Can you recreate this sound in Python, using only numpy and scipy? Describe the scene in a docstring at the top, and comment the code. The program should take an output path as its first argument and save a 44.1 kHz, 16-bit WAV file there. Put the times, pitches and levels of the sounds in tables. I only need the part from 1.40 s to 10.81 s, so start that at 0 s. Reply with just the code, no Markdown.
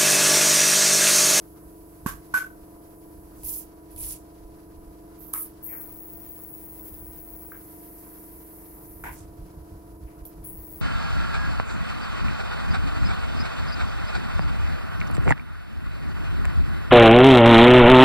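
"""A two-port microphone in an open yard: an air compressor behind a porch sums steady multiples of its turn,
under coloured noise for its rush, its leaks and a buffeting breeze. Blows ring boards and a can at 0.7 and 0.9
s, scatter a short tail off porch and walls, and the can's ring comes and goes in swells. Short spray-gun bursts
of banded noise follow from 2 s, with a third knock. From 4.2 s a long pass down a panel whistles very high,
with a scuffed board and two knocks; late gusts, another faint scuff and the start of a second pass end the
take."""
import sys
import numpy as np
from scipy import signal
from scipy.fft import rfft, irfft, next_fast_len
from scipy.io import wavfile
from scipy.ndimage import uniform_filter1d

SR = 44100
rng = np.random.default_rng(int(sys.argv[2]) if len(sys.argv) > 2 else 0)


def int16_out(signal):
    """Quantize to a 16-bit WAV file."""
    q = np.round(np.clip(np.atleast_2d(signal).T, -1, 1) * 32767)
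    wavfile.write(sys.argv[1], SR, q.astype(np.int16))


N = 414981


def amp(db):
    """Turn dB into gain."""
    return 10 ** (np.asarray(db, float) / 20)


def rms_one(x):
    """Scale to unit rms."""
    return x / np.sqrt(np.mean(x ** 2) + 1e-20)


def whole(rows):
    """Draw a curve over the whole scene, held at its ends."""
    return np.interp(np.arange(N) / SR, *np.transpose(rows))


def at_hz(points, hz):
    """Read a spectrum on a log frequency axis."""
    points = np.array(points)
    return np.interp(np.log(hz), np.log(points[:, 0] + 1), points[:, 1])


def pan(db):
    """Left and right gains for a left-right difference in dB."""
    return amp(np.array([db / 2, -db / 2]))


def drift(rate_hz):
    """Slow random wander of rms 1: noise through two equal one-pole low-passes at rate_hz."""
    step = 40   # samples between the points of the wander
    r = np.exp(-2 * np.pi * rate_hz * step / SR)
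    points = rng.standard_normal(N // step + 2002)
    slow = signal.lfilter([1], [1, -2 * r, r * r], points)[2000:]   # drop the filter's start
    return np.interp(np.arange(N) / step, np.arange(len(slow)), rms_one(slow))


def cut(x, hz, kind, order=4):
    """Butterworth low- or high-pass."""
    return signal.sosfilt(signal.butter(order, hz, kind, fs=SR, output="sos"), x)


def resonate(x, hz, width_hz):
    """A damped resonance: a unit click rings with a starting height of 1."""
    r, w = np.exp(-np.pi * width_hz / SR), 2 * np.pi * hz / SR
    return signal.lfilter([0, np.sin(w)], [1, -2 * r * np.cos(w), r * r], x)


def envelope(opens, rise, shuts, sag_db_per_s, release_db_per_s):
    """Level in dB: a quarter-sine opening, a sagging hold, a straight fall."""
    t = np.arange(N) / SR
    opening = np.clip((t - opens) / max(rise, .001), 1e-6, 1)
    climb = 20 * np.log10(np.sin(np.pi / 2 * opening))
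    sag = sag_db_per_s * np.clip(t - opens - rise, 0, max(shuts - opens - rise, 0))
    fall = release_db_per_s * np.maximum(t - shuts, 0)
    return np.maximum(climb - sag - fall, -200)


# how alike the two microphone ports hear a sound: (f/Hz, likeness -1..1)
PORT_LIKENESS = [(60, 0.97), (180, 0.97), (550, 0.4), (1650, -0.18), (4970, 0.099), (15000, 0.0041)]


def coloured(spectrum, size=N):
    """Stereo noise of a given spectrum, alike in the bass and nearly unrelated in the treble; rms 1."""
    length = next_fast_len(size)
    hz = np.arange(length // 2 + 1) * SR / length + 1
    alike = np.clip(at_hz(PORT_LIKENESS, hz), -1, 1)
    mid, side = rfft(rng.standard_normal((2, length)))
    pair = np.sqrt(1 + alike) * mid + np.sqrt(1 - alike) * side * [[1], [-1]]
    return rms_one(irfft(pair * amp(at_hz(spectrum, hz)), length)[:, :size])


# crankshaft speed: (t/s, turns per s)
CRANK_SPEED = [(0, 23.73), (4.5, 23.73), (7.7, 23.805), (9.41, 23.795)]
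# what pump and tank radiate on each multiple of the turn, from the first up: (relative level/dB)
PUMP_MULTIPLES = [-16.5, -7.5, -8, -13.5, -14.5, -12.5, -10.5, -12, -14, -23, -15, -10.5, 0.5, 0, -8, -25,
                  -45, -6.5, -11, -17.5, -17, -20, -18, -33, -14, -19.5, -15, -27.5, -9, -17, -20, -26.5,
                  -36, -30, -19, -26, -38, -24.5, -23.5, -30, -14, -18.5, -20]
# change of some multiples as spraying drains the tank: {multiple: change/dB}
TANK_DRAIN = {25: -2, 26: 5.5, 27: -6, 39: 6}
# moment of the turn at which each group of multiples peaks: (first multiple, turns)
STROKE_MOMENTS = [(1, .9), (11, .32), (13, 0), (14, .55), (16, .4), (18, .53), (20, .6)]
PUMP_DB, PUMP_WAVER_DB, UPPER_WAVER_DB = -53, 0.96, 1.6
DRAIN_S = 5.2   # middle of the one-second change
STROKE_START, STROKE_SCATTER = .82, .3   # turns


def compressor():
    """Every turn repeats the same clatter: steady multiples, each reaching the two ports a little apart."""
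    turn = 2 * np.pi * np.cumsum(whole(CRANK_SPEED)) / SR
    out = np.zeros((2, N))
    wavers = [amp(PUMP_WAVER_DB * drift(4.4)) for _ in range(4)]
    wanders_db = [UPPER_WAVER_DB * drift(1.5) for _ in range(7)]
    drained = np.clip(np.arange(N) / SR - DRAIN_S + .5, 0, 1)
    tight_from, upper_from = STROKE_MOMENTS[1][0], STROKE_MOMENTS[-1][0]
    lag = 0
    for k, level_db in enumerate(PUMP_MULTIPLES):
        multiple = k + 1
        level_db = level_db + TANK_DRAIN.get(multiple, 0) * drained
        if multiple >= upper_from:   # the weak upper multiples also wander
            level_db = level_db + wanders_db[k % 7]
        alike = np.clip(at_hz(PORT_LIKENESS, multiple * CRANK_SPEED[0][1]), -1, 1)
        apart = np.arccos(alike) / -2   # the right port is nearer
        level = np.sqrt(2) * amp(PUMP_DB + level_db) * wavers[k % 4]
        wave = level * np.exp(1j * (multiple * turn - lag))
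        out += [(wave * np.exp(1j * apart)).real, (wave * np.exp(-1j * apart)).real]
        # the phase step sets when neighbours swell together; the lowest and highest scatter
        moment = [turns for first, turns in STROKE_MOMENTS if first <= multiple][-1]
        scatters = not tight_from <= multiple < upper_from
        loose = STROKE_SCATTER * rng.standard_normal() * scatters
        lag += 2 * np.pi * (STROKE_START + moment + loose)
    return out


# colour of machine rush and air leaks: (f/Hz, level/dB per Hz, relative)
YARD_COLOUR = [(60, -66), (120, -12.5), (250, -15.5), (400, -21.5), (700, -27.5), (980, -20), (1300, -25),
               (2000, -33.5), (3600, -38.5), (4800, -35), (6300, -37), (8300, -34), (10800, -23),
               (15700, -27.5)]
# swell of the leak hiss: (t/s, level/dB)
LEAK_SWELL = [(0.6, -1), (1.2, -3), (1.7, -1), (2.4, -6), (3.4, -5.5)]
YARD_DB = -53.5


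def yard():
    """Machine rush below, in two flickering bands; steady-grained leak hiss above, swelling slowly."""
    rush = amp(YARD_DB) * coloured(YARD_COLOUR)
    bands = cut(rush, 1700, "low"), cut(cut(rush, 1700, "high"), 6400, "low")
    low = sum(band * amp(2.15 * drift(13.6)) for band in bands)
    hiss = cut(rush, 7500, "high") * amp(whole(LEAK_SWELL))
    return low + hiss * pan(-2.8)[:, None]


# colour of wind on the ports: (f/Hz, level/dB per Hz, relative)
WIND_SPECTRUM = [(12, -27), (23, 1), (32, -4.5), (50, 3), (110, -8), (180, -11.5), (280, -39), (500, -66)]
# gusts on the ports: (t/s, level/dB, half length/s)
WIND_GUSTS = [(0.706, -42, 0.11), (1.798, -46.5, 0.12), (2.04, -43.5, 0.095), (2.646, -42.5, 0.12),
              (3.06, -47, .07), (3.42, -47, 0.13), (4.76, -47, 0.036), (5.704, -48.5, 0.36),
              (7.787, -45.5, 0.21), (8.032, -40.5, 0.056), (8.195, -40.5, 0.051), (8.348, -40, 0.033),
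              (8.512, -45, 0.055), (8.64, -39, 0.036), (8.827, -38, 0.037), (9.0, -42.5, 0.05),
              (9.15, -39.5, 0.071), (9.34, -47, 0.069)]
# level of the wind above about 90 Hz: (t/s, level/dB)
WIND_EDGE_LEVEL = [(7.2, -12), (7.45, 4.5), (9.4, -3)]
BREEZE_DB, LUMPS_DB = -54.5, 2   # wind between gusts; how lumpy it is
WIND_PAN_DB = -2.5   # wind leans on the right port


def wind():
    """Lumpy low pressure on the microphone ports, swelling in gusts whose powers add to the breeze."""
    t = np.arange(N) / SR
    power = amp(2 * BREEZE_DB)
    for s, db, half in WIND_GUSTS:
        power = power + amp(2 * db) * np.exp(-2 * ((t - s) / half) ** 2)
    noise = coloured(WIND_SPECTRUM)
    deep = cut(noise, 90, "low", order=1)
    buffeting = deep + (noise - deep) * amp(whole(WIND_EDGE_LEVEL))
    return np.sqrt(power) * amp(LUMPS_DB * drift(24.4)) * buffeting * pan(WIND_PAN_DB)[:, None]


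# what boards and can ring with, by part: thud, hollow, board, can, tap, clack;
# each part lists modes: (f/Hz, width/Hz, level/dB, level in the echoes/dB)
RING_MODES = [
    [(200, 160, 0, -18)],
    [(940, 130, -12, 9)],
    [(1050, 250, 0, -6), (1200, 90, -9, -2)],
    [(1502, 45, 0, -2), (1560, 45, -8, -2), (1420, 40, -9, 0)],
    [(1520, 260, 0, -4)],
    [(2200, 500, 0, 0), (3300, 1200, -3, -5)],
]
BOARD, CAN = 2, 3   # places in the list of parts
# colour of gun air, which the knock's crack borrows: (f/Hz, level/dB per Hz, relative)
JET_COLOUR = [(1300, -27.5), (2500, -18), (4000, -24), (6300, -19.5), (9000, -16), (10400, -8),
              (12000, -1.5), (15700, -9.5)]
# knocks: (t/s, left-right/dB, echoes level/dB, echoes hold/s, board pitch ratio, crack level/dB,
#          then level/dB of thud, hollow, board, can, tap, clack)
KNOCK_BLOWS = [(0.6614, -4.5, -7.5, 0.027, 0.95, -25.5, -3, -29, -6.5, -22.5, -4.5, -23),
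               (0.9399, -1.5, -9.5, 0.048, 0.97, -25, -22, -33, -6.5, -14, -5, -8),
               (3.9374, 1, -3, 0.021, 1.06, -37, -60, -45, -13.5, -52, -20.5, -22.5),
               (6.119, -1, -13.5, 0.032, 1.11, -73, -65, -60, -28, -64, -14.5, -20.5),
               (7.638, -1, -8, 0.047, 1.21, -41, -43, -13.5, -20, -36, -12, -10)]
ECHO_T60_S, CLUMPS_DB = 0.23, 1.5   # echo decay after the hold; how unevenly the echoes arrive
PORT_LAG_S = 0.00013   # a blow reaches the left port later
CONTACT_S = .00008   # a blow lasts a moment, which dulls it


def knocks():
    """A blow and its scattered echoes set damped modes ringing; a bright noise crack shares the echo shape."""
    out, size = np.zeros((2, N)), SR // 2
    t = np.arange(size) / SR
    blow = np.arange(size) == [[round(PORT_LAG_S * SR)], [0]]
    contact = np.exp(-1 / (CONTACT_S * SR))
    for s, pan_db, echoes_db, hold, ratio, crack_db, *parts_db in KNOCK_BLOWS:
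        fall = amp(-60 * np.maximum(t - hold, 0) / ECHO_T60_S) * np.minimum(t / .006, 1)
        clumps = amp(CLUMPS_DB * rms_one(uniform_filter1d(rng.standard_normal(size), size=SR // 250)))
        echoes = rng.standard_normal((2, size)) * amp(echoes_db) * fall * clumps
        echoes /= np.sqrt(SR / 100)   # echo level counts the energy in 10 ms
        rings, sign = 0, 1
        for part, (part_db, modes) in enumerate(zip(parts_db, RING_MODES)):
            for hz, width_hz, db, share_db in modes:
                pitch = hz * (ratio if part == BOARD else 1)
                struck = blow + amp(share_db) * echoes
                rings = rings + sign * amp(part_db + db) * resonate(struck, pitch, width_hz)
                sign = -sign   # successive modes start in opposite directions
        rings = signal.lfilter([(1 - contact) ** 2], [1, -2 * contact, contact ** 2], rings)
        rings *= np.minimum(t / .003, 1)   # the rings build up
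        crack = amp(crack_db) * cut(coloured(JET_COLOUR, size=size), 8200, "low", order=2)
        crack *= (fall * clumps + 3.3 * np.exp(-t / 0.0017)) * np.minimum(t / 0.0013, 1)
        at = round(s * SR)
        out[:, at:at + size] += (rings + crack) * pan(pan_db)[:, None]
    return out


# the can's main ring comes in separate swells: (t/s, length/s, level/dB, left port lag/radians)
CAN_SWELLS = [(0.938, 0.029, -13, 1.65), (0.962, 0.032, -18, 1.2), (0.997, 0.039, -26.5, 1.4),
              (1.037, 0.021, -34, .6), (1.048, 0.037, -39, 2.8), (1.096, 0.027, -48, 2.3),
              (1.125, .022, -52, 2)]
SWELL_PAN_DB, SWELL_LEAN = -1, 0.82   # a lean under 1 makes a swell peak early
SWELL_FLUTTER_DB = 3.5   # the ring wavers differently at each port


def can():
    """Each swell of the can's main ring rises and then falls away."""
    t, out = np.arange(N) / SR, 0
    ring_hz = RING_MODES[CAN][0][0]
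    for s, length, db, lag in CAN_SWELLS:
        progress = np.clip((t - s) / length, 0, 1)
        swell = np.abs(np.sin(np.pi * progress ** SWELL_LEAN)) * (t < s + length)
        phase = 2 * np.pi * ring_hz * t - lag / 2 * np.array([[1], [-1]])
        out = out + amp(db) * swell * np.sin(phase)
    flutter = amp(SWELL_FLUTTER_DB * np.array([drift(90.0), drift(90.0)]))
    return out * flutter * pan(SWELL_PAN_DB)[:, None]


# short bursts of gun air: (opens t/s, rise/s, shuts t/s, level/dB,
#                           extra below 9 kHz/dB, extra above 11.8 kHz/dB, left-right/dB)
GUN_PUFFS = [(1.955, 0.014, 2.11, -55, 8, 3, -2), (2.029, 0.052, 2.19, -28.5, -6.5, 0.5, -4),
             (2.503, 0.011, 2.7, -47, -9, -5, -8), (2.562, 0.079, 2.724, -27.5, -2.5, -6, -2.5),
             (3.772, 0.058, 3.9, -50.5, -3, 8.5, -6), (3.929, 0.012, 4.03, -26, -17.5, -0.5, -2.5),
             (4.229, 0.013, 4.42, -57, -41, 19.5, 8.5), (5.42, .04, 5.47, -54, -4, 2, 7),
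             (7.69, 0.04, 7.82, -63.5, 21, -10, -2), (8.851, 0.0031, 8.862, -45.5, -9, 7, -7),
             (9.037, 0.012, 9.1, -39, -43, -8, 10)]
# long passes down the panel: (opens t/s, shuts t/s, spray level/dB, whistle level/dB, whistle stops t/s)
PANEL_PASSES = [(4.222, 7.746, -46.5, -47, 6.19), (9.035, 9.5, -47, -48.5, 9.5)]
# clicks of the trigger: (t/s, level/dB)
TRIGGER_CLICKS = [(2.034, -34), (2.508, -48), (2.562, -33.5), (3.9365, -17), (4.032, -33), (7.641, -36),
                  (8.853, -36)]
# colour of the nozzle whistle: (f/Hz, level/dB per Hz, relative)
WHISTLE_SPECTRUM = [(15250, -70), (15380, -16), (15480, 0), (15780, 0), (15900, -70)]
SAG_DB_PER_S, RELEASE_DB_PER_S = 17, 333   # pressure loss while a puff's valve is open, fall after it shuts
LOW_LAG_S, LOW_PATCHY_DB = 0.014, 3   # the lower jet band climbs and fades later, and sputters
PUFF_FLUTTER_DB = 1.5   # bursts sputter
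PASS_RISE_S, PASS_LOW_DB, PASS_TOP_DB = 0.02, -7, 2
PASS_SWAY_DB = .5   # a held trigger gives an even jet
WHISTLE_SURGE_DB, WHISTLE_SETTLE_S = 6, 0.13   # the whistle starts louder
SPLASH_HZ, SPLASH_WIDTH_HZ, SPLASH_DB = 2020, 870, -23.5   # spray drumming on the panel, below the spray


def spray_gun():
    """Turbulent jet noise in three bands, panel splash, a narrow-band nozzle whistle and trigger clicks."""
    t = np.arange(N) / SR
    jet = coloured(JET_COLOUR)
    below, top = cut(jet, 11800, "low", order=8), cut(jet, 11800, "high", order=8)
    low, middle = cut(below, 9000, "low", order=8), cut(below, 9000, "high", order=8)
    # the low band sputters separately in its two halves
    lower = cut(low, 5000, "low") * amp(-9.0 + LOW_PATCHY_DB * drift(21.0))
    upper = cut(low, 4800, "high") * amp(LOW_PATCHY_DB * drift(18.0))
    low = lower + upper
    drumming = resonate(rng.standard_normal((2, N)), SPLASH_HZ, SPLASH_WIDTH_HZ)
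    splash = rms_one(resonate(drumming, SPLASH_HZ, SPLASH_WIDTH_HZ))

    air = 0
    for opens, rise, shuts, db, low_db, top_db, pan_db in GUN_PUFFS:
        shape_db = envelope(opens, rise, shuts, SAG_DB_PER_S, RELEASE_DB_PER_S)
        late_db = envelope(opens, rise + LOW_LAG_S, shuts + LOW_LAG_S, 0, RELEASE_DB_PER_S)
        burst = low * amp(low_db + late_db) + amp(shape_db) * (middle + top * amp(top_db))
        air = air + amp(db) * burst * pan(pan_db)[:, None]
    air = air * amp(PUFF_FLUTTER_DB * drift(240.0))

    sway, whistle_level = amp(PASS_SWAY_DB * drift(6.1)), 0
    pass_spray = low * amp(PASS_LOW_DB) + middle + top * amp(PASS_TOP_DB) + splash * amp(SPLASH_DB)
    for opens, shuts, db, whistle_db, stops in PANEL_PASSES:
        flow = amp(db + envelope(opens, PASS_RISE_S, shuts, 0, RELEASE_DB_PER_S)) * sway
        air = air + flow * pass_spray
        surge_db = WHISTLE_SURGE_DB * np.exp(-np.maximum(t - opens, 0) / WHISTLE_SETTLE_S)
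        shape_db = envelope(opens, PASS_RISE_S, stops, 0, RELEASE_DB_PER_S)
        whistle_level = whistle_level + amp(whistle_db + surge_db + shape_db)
    whistle = coloured(WHISTLE_SPECTRUM) * whistle_level * amp(1.8 * drift(30.0)) * pan(8.0)[:, None]

    clicks = np.zeros(N)
    for s, db in TRIGGER_CLICKS:
        clicks[round(s * SR)] = amp(db)
    snap = signal.lfilter([1], [1, -np.exp(-1 / (.002 * SR))], clicks + 1e-18)   # 2 ms decay
    return air + jet * snap + whistle


# something drags over a board: (t/s, rise/s, level/dB, f/Hz, width/Hz)
BOARD_SCUFFS = [(4.27, 0.051, -55.5, 2170, 540), (4.315, 0.027, -53, 1650, 770),
                (4.3, 0.034, -53, 710, 670), (8.665, .02, -65, 2320, 1300)]
SCUFF_FADE_DB_PER_S, SCUFF_PAN_DB = 142, 9.5


def scuff():
    """A soft rub: noise through broad resonances, each swelling and fading."""
    out = 0
    for s, rise, db, hz, width_hz in BOARD_SCUFFS:
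        ring = resonate(resonate(rng.standard_normal((2, N)), hz, width_hz), hz, width_hz)
        out = out + rms_one(ring) * amp(db + envelope(s, rise, s + rise, 0, SCUFF_FADE_DB_PER_S))
    return out * pan(SCUFF_PAN_DB)[:, None]


def scene():
    """All sources summed at the two microphone ports."""
    return compressor() + yard() + wind() + knocks() + can() + spray_gun() + scuff()


CUTOFF_HZ = 15780


def record(dry):
    """A steep elliptic low-pass cuts the top."""
    return signal.sosfilt(signal.ellip(12, .5, 80, CUTOFF_HZ, fs=SR, output="sos"), dry)


dry = scene()
out = record(dry)
int16_out(out)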